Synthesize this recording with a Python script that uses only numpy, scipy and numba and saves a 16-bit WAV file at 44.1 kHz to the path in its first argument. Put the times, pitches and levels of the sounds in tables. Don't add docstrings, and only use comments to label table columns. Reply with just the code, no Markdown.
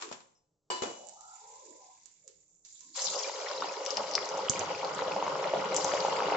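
import sys
import numpy as np
from scipy import signal
from scipy.fft import rfft, irfft, next_fast_len
from scipy.io import wavfile
from numba import njit

SR = 44100
rng = np.random.default_rng(int(sys.argv[2]) if len(sys.argv) > 2 else 0)


def output_pcm(signal):
    pcm = np.clip(np.atleast_2d(signal).T, -1, 1) * 32767
    wavfile.write(sys.argv[1], SR, np.round(pcm).astype(np.int16))


N = 280476
T = np.arange(N) / SR
DROP_S = 2.946
ROOM_T60_S = 0.47


def frying():
    # (time [s], lift of the gurgle [dB], lift of the crackle [dB])
    surges = [(3.17, 4.5, -0.5), (3.27, 0.5, 4.5), (3.49, 3, 6.5), (3.66, 2, 4.5), (4.002, 6, 3.5),
              (4.17, 1.5, 2), (4.33, 5.5, 1.5), (4.61, 2.5, 2), (4.689, 2.5, 4.5), (4.86, 2.5, -1.5),
              (5.009, 2, 2)]
    attack_s, surge_half_length_s, swell_s = 0.0083, 0.034, 0.17
    age = np.maximum(T - DROP_S, 0)
    boil = 1 - np.exp(-(age / attack_s) ** 2)
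    formed = 1 - np.exp(-(age / swell_s) ** 2)
    surge_db, crackle_surge_db = sum(
        np.outer(lifts, np.exp(-((T - s) / surge_half_length_s) ** 2)) for s, *lifts in surges)
    burst_db = 0.73 * walk(55)
    return (gurgle(age, boil, surge_db + burst_db)
            + crackle(age, boil, crackle_surge_db + 0.5 * burst_db)
            + fizz(age, boil)
            + deep_bubbles(boil * formed, 0.5 * burst_db)
            + bloops(age, formed)
            + pings(age, boil))


def gurgle(age, boil, lift_db):
    # (frequency [Hz], level [dB])
    spectrum = [(150, -44.5), (260, -25.5), (297, -6), (339, -19), (410, -4), (465, 1.5), (541, 3),
                (613, -4), (724, -7), (813, -1.5), (876, -4.5), (1250, -7), (1640, -19), (1900, -23),
                (2470, -55), (4180, -120)]
    # (upper edge of the band that fills in [Hz], fill time [s])
    fill = [(800, 0.038), (500, 0.15), (375, 0.25)]
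    start_db, growth_db_per_s = -43.5, 3.5
    bubbles = swarm(rate=550, low_hz=322, high_hz=1592, swing=0.82, scatter_db=0.5,
                    pan_db=0.6, spread_db=1.5, wall_db=-9.5)
    bubbles = in_kitchen(bubbles, spectrum, room_db=-2.0)
    bubbles = bubbles - 0.67 * below(bubbles - bubbles.mean(0), 800)
    for hz, fill_s in fill:
        bubbles = bubbles - np.exp(-(age / fill_s) ** 2) * below(bubbles, hz)
    return boil * undb(start_db + growth_db_per_s * age + lift_db) * bubbles


def crackle(age, boil, lift_db):
    # (frequency [Hz], level [dB])
    spectrum = [(880, -13.5), (1500, -1), (1720, -9), (2090, -2.5), (2540, -8.5), (2880, -3.5), (3460, -8),
                (4500, -8), (5850, -29), (9900, -120)]
    start_db, growth_db_per_s = -55, 3.5
    contact_db, contact_rise_s, contact_t60_s = -45, 0.05, 0.14
    bubbles = swarm(rate=1500, low_hz=1634, high_hz=3960, swing=0.7, scatter_db=4.5,
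                    pan_db=5.0, spread_db=2.5, wall_db=-1.0)
    boiling = boil * undb(start_db + growth_db_per_s * age + lift_db)
    contact = undb(contact_db) * flare(DROP_S, contact_rise_s, contact_t60_s)
    return np.hypot(boiling, contact) * in_kitchen(bubbles, spectrum, room_db=-14.0)


def fizz(age, boil):
    # (frequency [Hz], level [dB])
    spectrum = [(2240, 7.5), (3800, -0.5), (5110, 3.5), (6400, -2), (7360, -5.5), (7500, -1.5), (7890, -26),
                (8400, -46.5), (10900, -82), (18500, -120)]
    # (start [s], level [dB], t60 [s])
    flashes = [(2.93, -33, 1.9), (3.83, -44, 2.5), (5.717, -36.5, 2.2)]
    start_db, growth_db_per_s, flare_rise_s = -50, -0.2, 0.048
    flares = np.sqrt(sum((undb(db) * flare(s, flare_rise_s, t60)) ** 2 for s, db, t60 in flashes))
    gain = np.hypot(boil * undb(start_db + growth_db_per_s * age), flares)
    bubbles = swarm(rate=2000, low_hz=3590, high_hz=7820, swing=2.14, scatter_db=3.5,
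                    pan_db=3.0, spread_db=6.0, wall_db=1)
    bubbles = in_kitchen(bubbles, spectrum, room_db=-22.5)
    fierce = np.clip((20 * np.log10(gain + 1e-9) + 48) / 7, 0, 1)
    bright = colour(bubbles, [(4600, -6.5), (7000, 2.0)])
    return gain * ((1 - fierce) * bubbles + fierce * bright)


def deep_bubbles(onset, burst_db):
    # (frequency [Hz], level [dB])
    spectrum = [(21, -82), (35, -35.5), (89, -12), (118, -18), (152, -6.5), (211, -5), (252, -19.5),
                (296, -2), (334, -11.5), (380, -2.5), (490, -33.5), (840, -120)]
    # (time [s], level before the overall lift [dB])
    heaves = [(2.95, -87), (3.09, -62), (3.33, -88), (3.68, -59), (3.82, -93), (4.01, -52), (4.06, -66.5),
              (4.45, -57.5), (4.5, -50), (4.53, -53.5), (4.75, -55.5), (5.25, -53), (5.51, -58.5),
              (5.54, -51), (6.08, -54.5), (6.35, -54.5)]
    lift_db = 3
    bubbles = swarm(rate=200, low_hz=83.0, high_hz=359.5, swing=0.79, scatter_db=-3.0,
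                    pan_db=0.0, spread_db=2.5, wall_db=-32.5)
    gain = onset * undb(lift_db + np.interp(T, *np.transpose(heaves)) + burst_db)
    return gain * in_kitchen(bubbles, spectrum, room_db=-12)


def bloops(age, formed):
    start_db, growth_db_per_s = -47, -2
    bubbles = swarm(rate=30, low_hz=407, high_hz=571, swing=1.63, scatter_db=-2.0,
                    pan_db=-6.0, spread_db=2.5, wall_db=-12.5, glide=0.03)
    round_bubbles = unit(colour(bubbles, [(200, -20.5), (420, -6)]))
    return formed * undb(start_db + growth_db_per_s * age) * round_bubbles


def pings(age, boil):
    start_db, growth_db_per_s = -48, -6.5
    bubbles = swarm(rate=85, low_hz=1307, high_hz=3940, swing=2.6, scatter_db=5.5,
                    pan_db=3.0, spread_db=4.5, wall_db=-3.0, glide=0.015)
    return boil * undb(start_db + growth_db_per_s * age) * unit(bubbles)


def plops():
    # (time of peak [s], relative level [dB], pitch [Hz], cycles to the peak [1])
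    bubbles = [(3.167, -28.5, 507.4, 2.4), (3.231, -36, 3160, 5), (3.246, -34, 2290, 6.6),
               (3.2976, -27, 866, 1.01), (3.423, -43, 2270, 5), (3.469, -33.5, 1860, 3),
               (3.485, -26, 3270, 0.87), (3.5134, -29, 1014, 0.44), (3.579, -34.5, 3900, 8.4),
               (3.623, -18, 1053, 0.78), (3.628, -31, 1320, 2.4), (3.6444, -22.5, 780, 0.9),
               (3.6858, -25, 720, 0.68), (3.693, -37.5, 2440, 5), (3.863, -24, 3360, 0.62),
               (3.973, -24.5, 2650, 0.85), (3.981, -21.5, 770, 0.7), (4.18, -21, 1120, 0.72),
               (4.18, -20.5, 2020, 0.86), (4.3141, -26.5, 805, 0.73), (4.3249, -27, 770, .8),
               (4.381, -24, 816, 0.8), (4.3925, -23, 850, 1.1), (4.4853, -23.5, 2930, 1.6),
               (4.5355, -28.5, 2840, 1.4), (4.559, -29.5, 2230, 2.2), (4.618, -22.5, 720, 0.79),
               (4.6931, -30, 740, 0.72), (4.7494, -29.5, 2430, 1.6), (4.814, -35, 2180, 2.8),
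               (4.8434, -23, 735, 0.72), (4.8519, -24.5, 700, 0.75), (4.9919, -20, 1120, 0.43),
               (5.0216, -18.5, 840, 0.61), (5.0817, -23, 633, 1.06), (5.1208, -29, 2480, 2),
               (5.1642, -18, 770, 0.85), (5.2261, -16, 833, 0.78), (5.2665, -20, 890, 0.4),
               (5.2801, -18.5, 960, 0.66), (5.3555, -19, 920, 0.56), (5.443, -25, 2100, 0.87),
               (5.457, -22.5, 598, 1.7), (5.5372, -14, 610, 0.63), (5.5608, -22, 674, 0.78),
               (5.7254, -23, 680, 0.6), (5.7816, -25, 615, 0.87), (5.8492, -17, 770, 0.44),
               (5.9386, -16, 620, 0.65), (5.937, -23.5, 2860, 0.66), (6.0499, -14, 775, 0.69),
               (6.085, -20.5, 774, 0.76), (6.1233, -22.5, 850, 0.8), (6.2047, -14.5, 1030, 0.39),
               (6.224, -19.5, 800, 0.86), (6.2854, -15.5, 760, 0.6), (6.322, -16.5, 720, 0.9)]
    snap_hz, snap_db = 2500, -14.5
    s, db, hz, swing = np.transpose(bubbles)
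    body = colour(ring(s, hz, swing, undb(db + 2.0), 0.011), [(40, -17.5), (300, -3.0)])
    snap = ring(s, np.full(len(s), snap_hz), np.full(len(s), 0.5), undb(db + snap_db), 0.011)
    x = body + snap
    pan_wall = undb(-11) * echoes(x, t60=0.06)
    return sides(0.8)[:, None] * (x + pan_wall + undb(-6) * echoes(x, ROOM_T60_S))


def spits():
    # (time [s], relative level [dB], pitch [Hz], left minus right [dB])
    drops = [(1.07, -39, 7250, -27), (1.087, -37, 7140, -20), (1.094, -39, 7200, -17),
             (1.209, -41.5, 7000, -15), (2.058, -38, 7100, -18), (2.2783, -36, 7000, -10),
             (2.6506, -45, 6030, -21), (2.8078, -38.5, 6760, -13.5), (2.973, -30.5, 5900, 4),
             (3.0191, -19.5, 6300, -3), (3.0436, -20.5, 6700, 1), (3.069, -23, 4540, 22),
             (3.1012, -24, 6750, -10), (3.19, -23.5, 5500, 8), (3.2334, -27, 5550, 13),
             (3.514, -32, 4800, 23), (3.8514, -29, 6600, 3), (3.8628, -23.5, 5600, 9),
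             (3.906, -22.5, 5300, 9), (3.971, -19, 5070, 4.5), (4.1125, -29, 5900, -1),
             (4.1373, -28, 5000, 13), (4.1531, -13, 5060, 5.5), (4.2556, -32.5, 5920, 3),
             (4.2903, -28.5, 5900, 2), (4.3754, -34, 6600, -7), (4.497, -10.5, 6660, -3.5),
             (4.5934, -22, 6470, -10), (4.8475, -31.5, 4380, 16), (4.9492, -33.5, 7100, -13),
             (5.7452, -25, 7000, 12), (5.7649, -15, 6800, 4), (5.8455, -19.5, 6420, 7),
             (6.0047, -26.5, 4530, 19)]
    splutter_fade_s, splutter_db = 0.55, 0.5
    s, db, hz, pan_db = np.transpose(drops)
    wet = (s > DROP_S) * np.exp(-((s - DROP_S) / splutter_fade_s) ** 2)
    gains = sides(pan_db)
    size = undb(db + 4.5) * gains / gains.mean(0)
    swing = np.full(len(s), 1.2)
    crack = np.array([ring(s, hz, swing, (1 - wet / 2) * v, 0.0015) for v in size])
    splutter = np.array([ring(s, hz, swing, wet * v, 0.0015) for v in size])
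    snap = ring(s, hz / 2.4, np.full(len(s), 0.25), undb(db - 15.5), 0.003)
    x = crack + undb(splutter_db) * echoes(splutter, t60=0.024) + snap
    splash = ring(s, hz / 1.57, np.full(len(s), 0.35), undb(0.33 * db - 19.5), 0.003)
    return x + undb(-4.5) * echoes(x, t60=0.048) + undb(-7.5) * echoes(x + splash, t60=0.38)


def thumps():
    # (time [s], pitch [Hz], level before colouring [dB], t60 [s], left minus right [dB])
    events = [(3.06, 151, -53, 0.24, -3), (4.4976, 145, -16, 0.0093, -23), (4.595, 95, -39.5, 0.37, -9)]
    out = np.zeros((2, N))
    for s, hz, db, t60, pan_db in events:
        x = undb(db) * np.sin(2 * np.pi * hz * T) * fade(t60, T)
        x = colour(x, [(30, -25), (130, -5.5)])
        add(out, s, (x + undb(-12.0) * echoes(x, ROOM_T60_S)) * sides(pan_db)[:, None])
    return out


def knocks():
    # (time [s], level [dB], relative body [dB], relative metal ring [dB], rattle's room tail [dB])
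    events = [(0.0, -50, -10, -40, -4), (0.0105, -39.5, -26, -34, -10.5), (0.022, -31.5, -22, -34, -13),
              (0.088, -46, -26, -42, -9), (0.114, -38.5, -4, -40, -15), (0.125, -33.5, -9, -44, -19),
              (0.204, -47, -14, -38, -27), (0.7013, -36.5, 0.5, 4.5, -0.5), (0.8205, -30, 6.5, -16, -8),
              (0.833, -36, 9, -22, -8)]
    # (frequency [Hz], level [dB])
    rattle_colour = [(35, -74), (60, -29.5), (220, -15.5), (474, -2.5), (864, -4), (1020, -3),
                     (1640, -13.5), (2640, -13.5), (2990, -14.5), (3380, -14.5), (4710, -16.5), (6420, -16),
                     (7270, -9.5), (7730, -23.5), (8400, -18), (10900, -86.5), (18500, -120)]
    tink_s, tink = 0.35, [(5150, -75), (5790, -75.5)]
    out, t = np.zeros((2, N)), T[:int(0.7 * SR)]
    metal, boom = metal_ring(t), surface_boom(t)
    for s, db, body_db, ring_db, room_db in events:
        rattle = rng.standard_normal((2, len(t)))
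        rattle[0] += below(rattle[1] - rattle[0], 520)
        rattle = colour(unit(colour(rattle, rattle_colour)), [(450, body_db), (1000, 0.0092)])
        dull = below(rattle, 6000)
        tail = dull * fade(ROOM_T60_S, t) + (rattle - dull) * fade(0.57, t)
        direct = rattle * (undb(-0.5) * fade(0.0062, t) + undb(-4.5) * fade(0.056, t))
        rattle = direct + undb(room_db) * tail
        ringing = undb(ring_db - 9.5) * metal
        onset = 1 - np.exp(-t / 0.00071)
        add(out, s, undb(db) * (rattle + ringing + undb(body_db - 6.5) * boom) * onset)
    partials = sum(undb(db) * np.sin(2 * np.pi * hz * t) for hz, db in tink)
    add(out, tink_s, partials * fade(0.28, t))
    return ports(out + undb(-9.5) * echoes(out, t60=0.23))


def metal_ring(t):
    # (frequency [Hz], relative level [dB], t60 [s])
    modes = [(371, -1, 0.6), (492, -8, 0.7), (650, -2, .4), (748, -4, .7), (920, 0, .35), (1001, 6, 0.5),
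             (1050, 2, .35), (1776, 0, 0.27), (2945, 1.5, 0.7), (2972, -2, .35), (3612, -9, 0.45),
             (4097, -8, 0.85), (4608, -4.5, 0.55), (4829, 0, 0.33), (7580, -2, 0.25)]
    shimmer_db = 0.5
    strong = sum(undb(db) * mode(hz, t60, t) for hz, db, t60 in modes)
    return strong + undb(shimmer_db) * shimmer(t, low_hz=1198, high_hz=7740, t60=0.6)


def surface_boom(t):
    # (frequency [Hz], relative level [dB], t60 [s])
    modes = [(210, -23.5, 0.79), (334, -31, 0.49), (450, -21, .4), (530, -21, 0.4), (620, -25, 0.33)]
    thicket_db = -10.5
    boom = sum(undb(db) * np.sin(2 * np.pi * hz * t) * fade(t60, t) for hz, db, t60 in modes)
    return boom + undb(thicket_db) * shimmer(t, low_hz=398, high_hz=1125, t60=0.63)


def hollow_tones():
    # (start [s], length [s], first, middle and last frequency [Hz], bandwidth [Hz], relative level [dB])
    glides = [(0.01, 0.091, 452, 410.4, 364, 172, -52), (0.103, 0.066, 274, 192, 150, 110, -60.5),
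              (0.977, 0.1, 509, 569, 595, 90, -54.5), (0.926, 0.75, 768.6, 852.6, 981, 205, -58),
              (1.151, 0.23, 1167, 1333, 1325, 150, -60.5), (1.392, 0.47, 489, 545, 540, 148, -63),
              (1.628, 0.1, 436, 374, 290, 90, -60), (1.624, 0.38, 933, 979, 962, 150, -64.5),
              (1.793, .12, 831, 800, 755, 121, -61.5), (2.236, 0.075, 557, 501, 440, 125, -63.5),
              (2.802, 0.083, 1030, 1040, 980, 129, -70.5), (2.84, 0.12, 230, 292, 318, 120, -70)]
    out = np.zeros(N)
    for s, length, *path_hz, width_hz, db in glides:
        t = T[:int(length * SR)]
        lowpass = signal.butter(3, width_hz / 2, fs=SR, output="sos")
        rough = signal.sosfilt(lowpass, rng.standard_normal((2, SR)))[:, -len(t):]
        phase = 2 * np.pi * np.cumsum(np.interp(t, [0, length / 2, length], path_hz)) / SR
        tone = rough[0] * np.sin(phase) + rough[1] * np.cos(phase)
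        add(out, s, undb(db) * unit(tone * signal.windows.tukey(len(t), 0.3)))
    return undb(-2.0) * from_right(out) + undb(-4.0) * echoes(out, ROOM_T60_S)


def idle_oil():
    # (time [s], hiss level before the ports [dB])
    level = [(0.9, -56.5), (1.08, -63), (1.42, -58.5), (2.0, -66.5), (2.33, -69.5), (2.631, -72.5)]
    # (frequency [Hz], level [dB])
    spectrum = [(300, -41), (700, -23.5), (1400, -26.5), (2200, -13.5), (3000, -18.5), (4500, -12),
                (5400, -9.5), (7230, -1.5), (7630, -10.5), (8400, -29)]
    # (frequency [Hz], level [dB])
    drip_colour = [(1000, -7), (2400, -11), (3800, 0.5), (6500, -2)]
    drip_s, drip_db, drip_t60_s = 2.642, -57.5, 5.7
    full_s, full_rise_s, thin_hz = 1.38, 0.13, 3100
    fine_db, fine_range_db, fine_hz = -66, 7.5, 5950
    hiss_db = np.interp(T, *np.transpose(level), left=-140)
    bubbles = swarm(rate=2300, low_hz=613, high_hz=8100, swing=0.85, scatter_db=3.5,
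                    pan_db=-4.0, spread_db=10.0, wall_db=-1.5)
    bubbles = in_kitchen(bubbles, spectrum, room_db=-2.5)
    thin = np.clip((full_s - T) / full_rise_s, 0, 1)
    hiss = bubbles - thin * below(bubbles, thin_hz)
    fine = np.clip((fine_db - hiss_db) / fine_range_db, 0, 1)
    hiss = hiss - fine * below(hiss, fine_hz)
    drip = undb(drip_db) * flare(drip_s, rise_s=0.008, t60=drip_t60_s)
    return ports(undb(hiss_db) * hiss + drip * colour(bubbles, drip_colour))


def kitchen():
    # (frequency [Hz], level [dB])
    air_colour = [(25, -10), (100, -8.5), (170, -4.5), (260, -23), (450, -8), (650, -17.5), (1200, -25),
                  (2000, -41), (8000, -24)]
    air_db, hum_hz, hum_db = -79.5, 300, -89.0
    noise = rng.standard_normal(N) + 0.35 * rng.standard_normal((2, N))
    air = unit(colour(noise, air_colour))
    hum = np.sin(2 * np.pi * hum_hz * T) * undb(hum_db + 1.8 * walk(1.2))
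    return air * undb(air_db + 1.5 * walk(13.0)) + hum


@njit
def ring(when, hz, swing, size, glide):
    out = np.zeros(N)
    for k in range(len(when)):
        rise = swing[k] / hz[k]
        start = when[k] - rise
        for i in range(max(int(start * SR) + 1, 0), min(int((start + 10 * rise) * SR), N)):
            u = (i / SR - start) / rise
            envelope = u * np.exp(1 - u)
            out[i] += size[k] * envelope * np.sin(2 * np.pi * swing[k] * u * (1 + glide * u))
    return out


def swarm(rate, low_hz, high_hz, swing, scatter_db, pan_db, spread_db, wall_db, glide=0.013, count=4):
    out = 0
    for place in np.linspace(-1, 1, count):
        when, pitch, life, big, sign = rng.random((int(rate * N / SR / count), 5)).T
        hz = low_hz + (high_hz - low_hz) * pitch
        swings = swing * 2 ** (2 * life - 1)
        size = undb(-scatter_db * np.log(big + 0.0045)) * np.sqrt(hz / swings) * np.sign(sign - 0.5)
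        lag_s = 0.00006 * place - 0.00003
        x = np.array([ring(when * N / SR + side * lag_s, hz, swings, size, glide) for side in (0, 1)])
        gains = sides(pan_db + spread_db * place)[:, None]
        out = out + gains * (x + undb(wall_db) * echoes(x, t60=0.053))
    return out


def mode(hz, t60, t):
    detune, phase, twin_phase = rng.random((3, 2, 1))
    twin = np.sin(2 * np.pi * ((hz + 70 * (detune - 0.5)) * t + twin_phase))
    return (np.sin(2 * np.pi * (hz * t + phase)) + 0.5 * twin) * fade(t60, t)


def shimmer(t, low_hz, high_hz, t60, count=90):
    pitch, life, *phases = rng.random((count, 4, 1)).transpose(1, 0, 2)
    hz = low_hz + (high_hz - low_hz) * pitch
    partials = np.sin(2 * np.pi * (hz * t + np.array(phases))) * fade(t60 * (0.5 + life), t)
    return (rng.standard_normal((2, count, 1)) * partials).sum(1) / np.sqrt(count)


def in_kitchen(x, spectrum, room_db):
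    x = colour(x + undb(room_db) * echoes(x, ROOM_T60_S), spectrum)
    return x / np.std(x.mean(0))


def echoes(x, t60):
    t = T[:SR]
    tail = rng.standard_normal((2, SR)) * fade(t60, t) * (1 - np.exp(-t / 0.0011))
    tail = unit(tail)[:, t < 1.5 * t60] / np.sqrt(SR)
    return signal.oaconvolve(np.atleast_2d(x), tail, axes=1)[:, :N]


def ports(x):
    # (frequency [Hz], left minus right [dB])
    difference = [(100, -1), (200, 5.5), (310, 8.5), (540, -2), (1600, 0.5), (2800, 4), (5000, 5.5),
                  (6200, 11.5), (7300, -12)]
    return np.array([colour(v, [(hz, sign * db / 2) for hz, db in difference])
                     for v, sign in zip(x, (1, -1))])


def from_right(x):
    lag_s = 0.00025
    return np.array([np.interp(T - lag_s, T, x), x])


def sides(pan_db):
    return undb(np.array([pan_db, -pan_db]) / 2)


def colour(x, points):
    hz, db = np.transpose(points)
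    size = next_fast_len(x.shape[-1] + SR // 10)
    f = np.maximum(np.fft.rfftfreq(size, 1 / SR), 1)
    gain = undb(np.interp(np.log(f), np.log(hz), db))
    cepstrum = irfft(np.log(gain), size)
    cepstrum[1:size // 2] *= 2
    cepstrum[size // 2 + 1:] = 0
    return irfft(rfft(x, size) * np.exp(rfft(cepstrum)), size)[..., :x.shape[-1]]


def below(x, hz):
    return signal.sosfiltfilt(signal.butter(6, hz, fs=SR, output="sos"), x)


def fade(t60, t):
    return np.exp(-np.log(1000) * t / t60)


def flare(s, rise_s, t60):
    return np.clip((T - s) / rise_s, 0, 1) ** 2 * fade(t60, np.maximum(T - s - rise_s, 0))


def walk(rate):
    return np.interp(T * rate, np.arange(N // 10), rng.standard_normal(N // 10))


def undb(db):
    return 10 ** (np.asarray(db) / 20)


def unit(x):
    return x / np.sqrt(np.mean(x ** 2))


def add(out, s, x):
    i = int(s * SR)
    out[..., i:i + x.shape[-1]] += x[..., :N - i]


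def scene():
    return frying() + plops() + spits() + thumps() + knocks() + hollow_tones() + idle_oil() + kitchen()


def record(dry):
    top_hz = 7750
    return signal.sosfilt(signal.ellip(8, 0.3, 65, top_hz, fs=SR, output="sos"), dry)


dry = scene()
out = record(dry)
output_pcm(out)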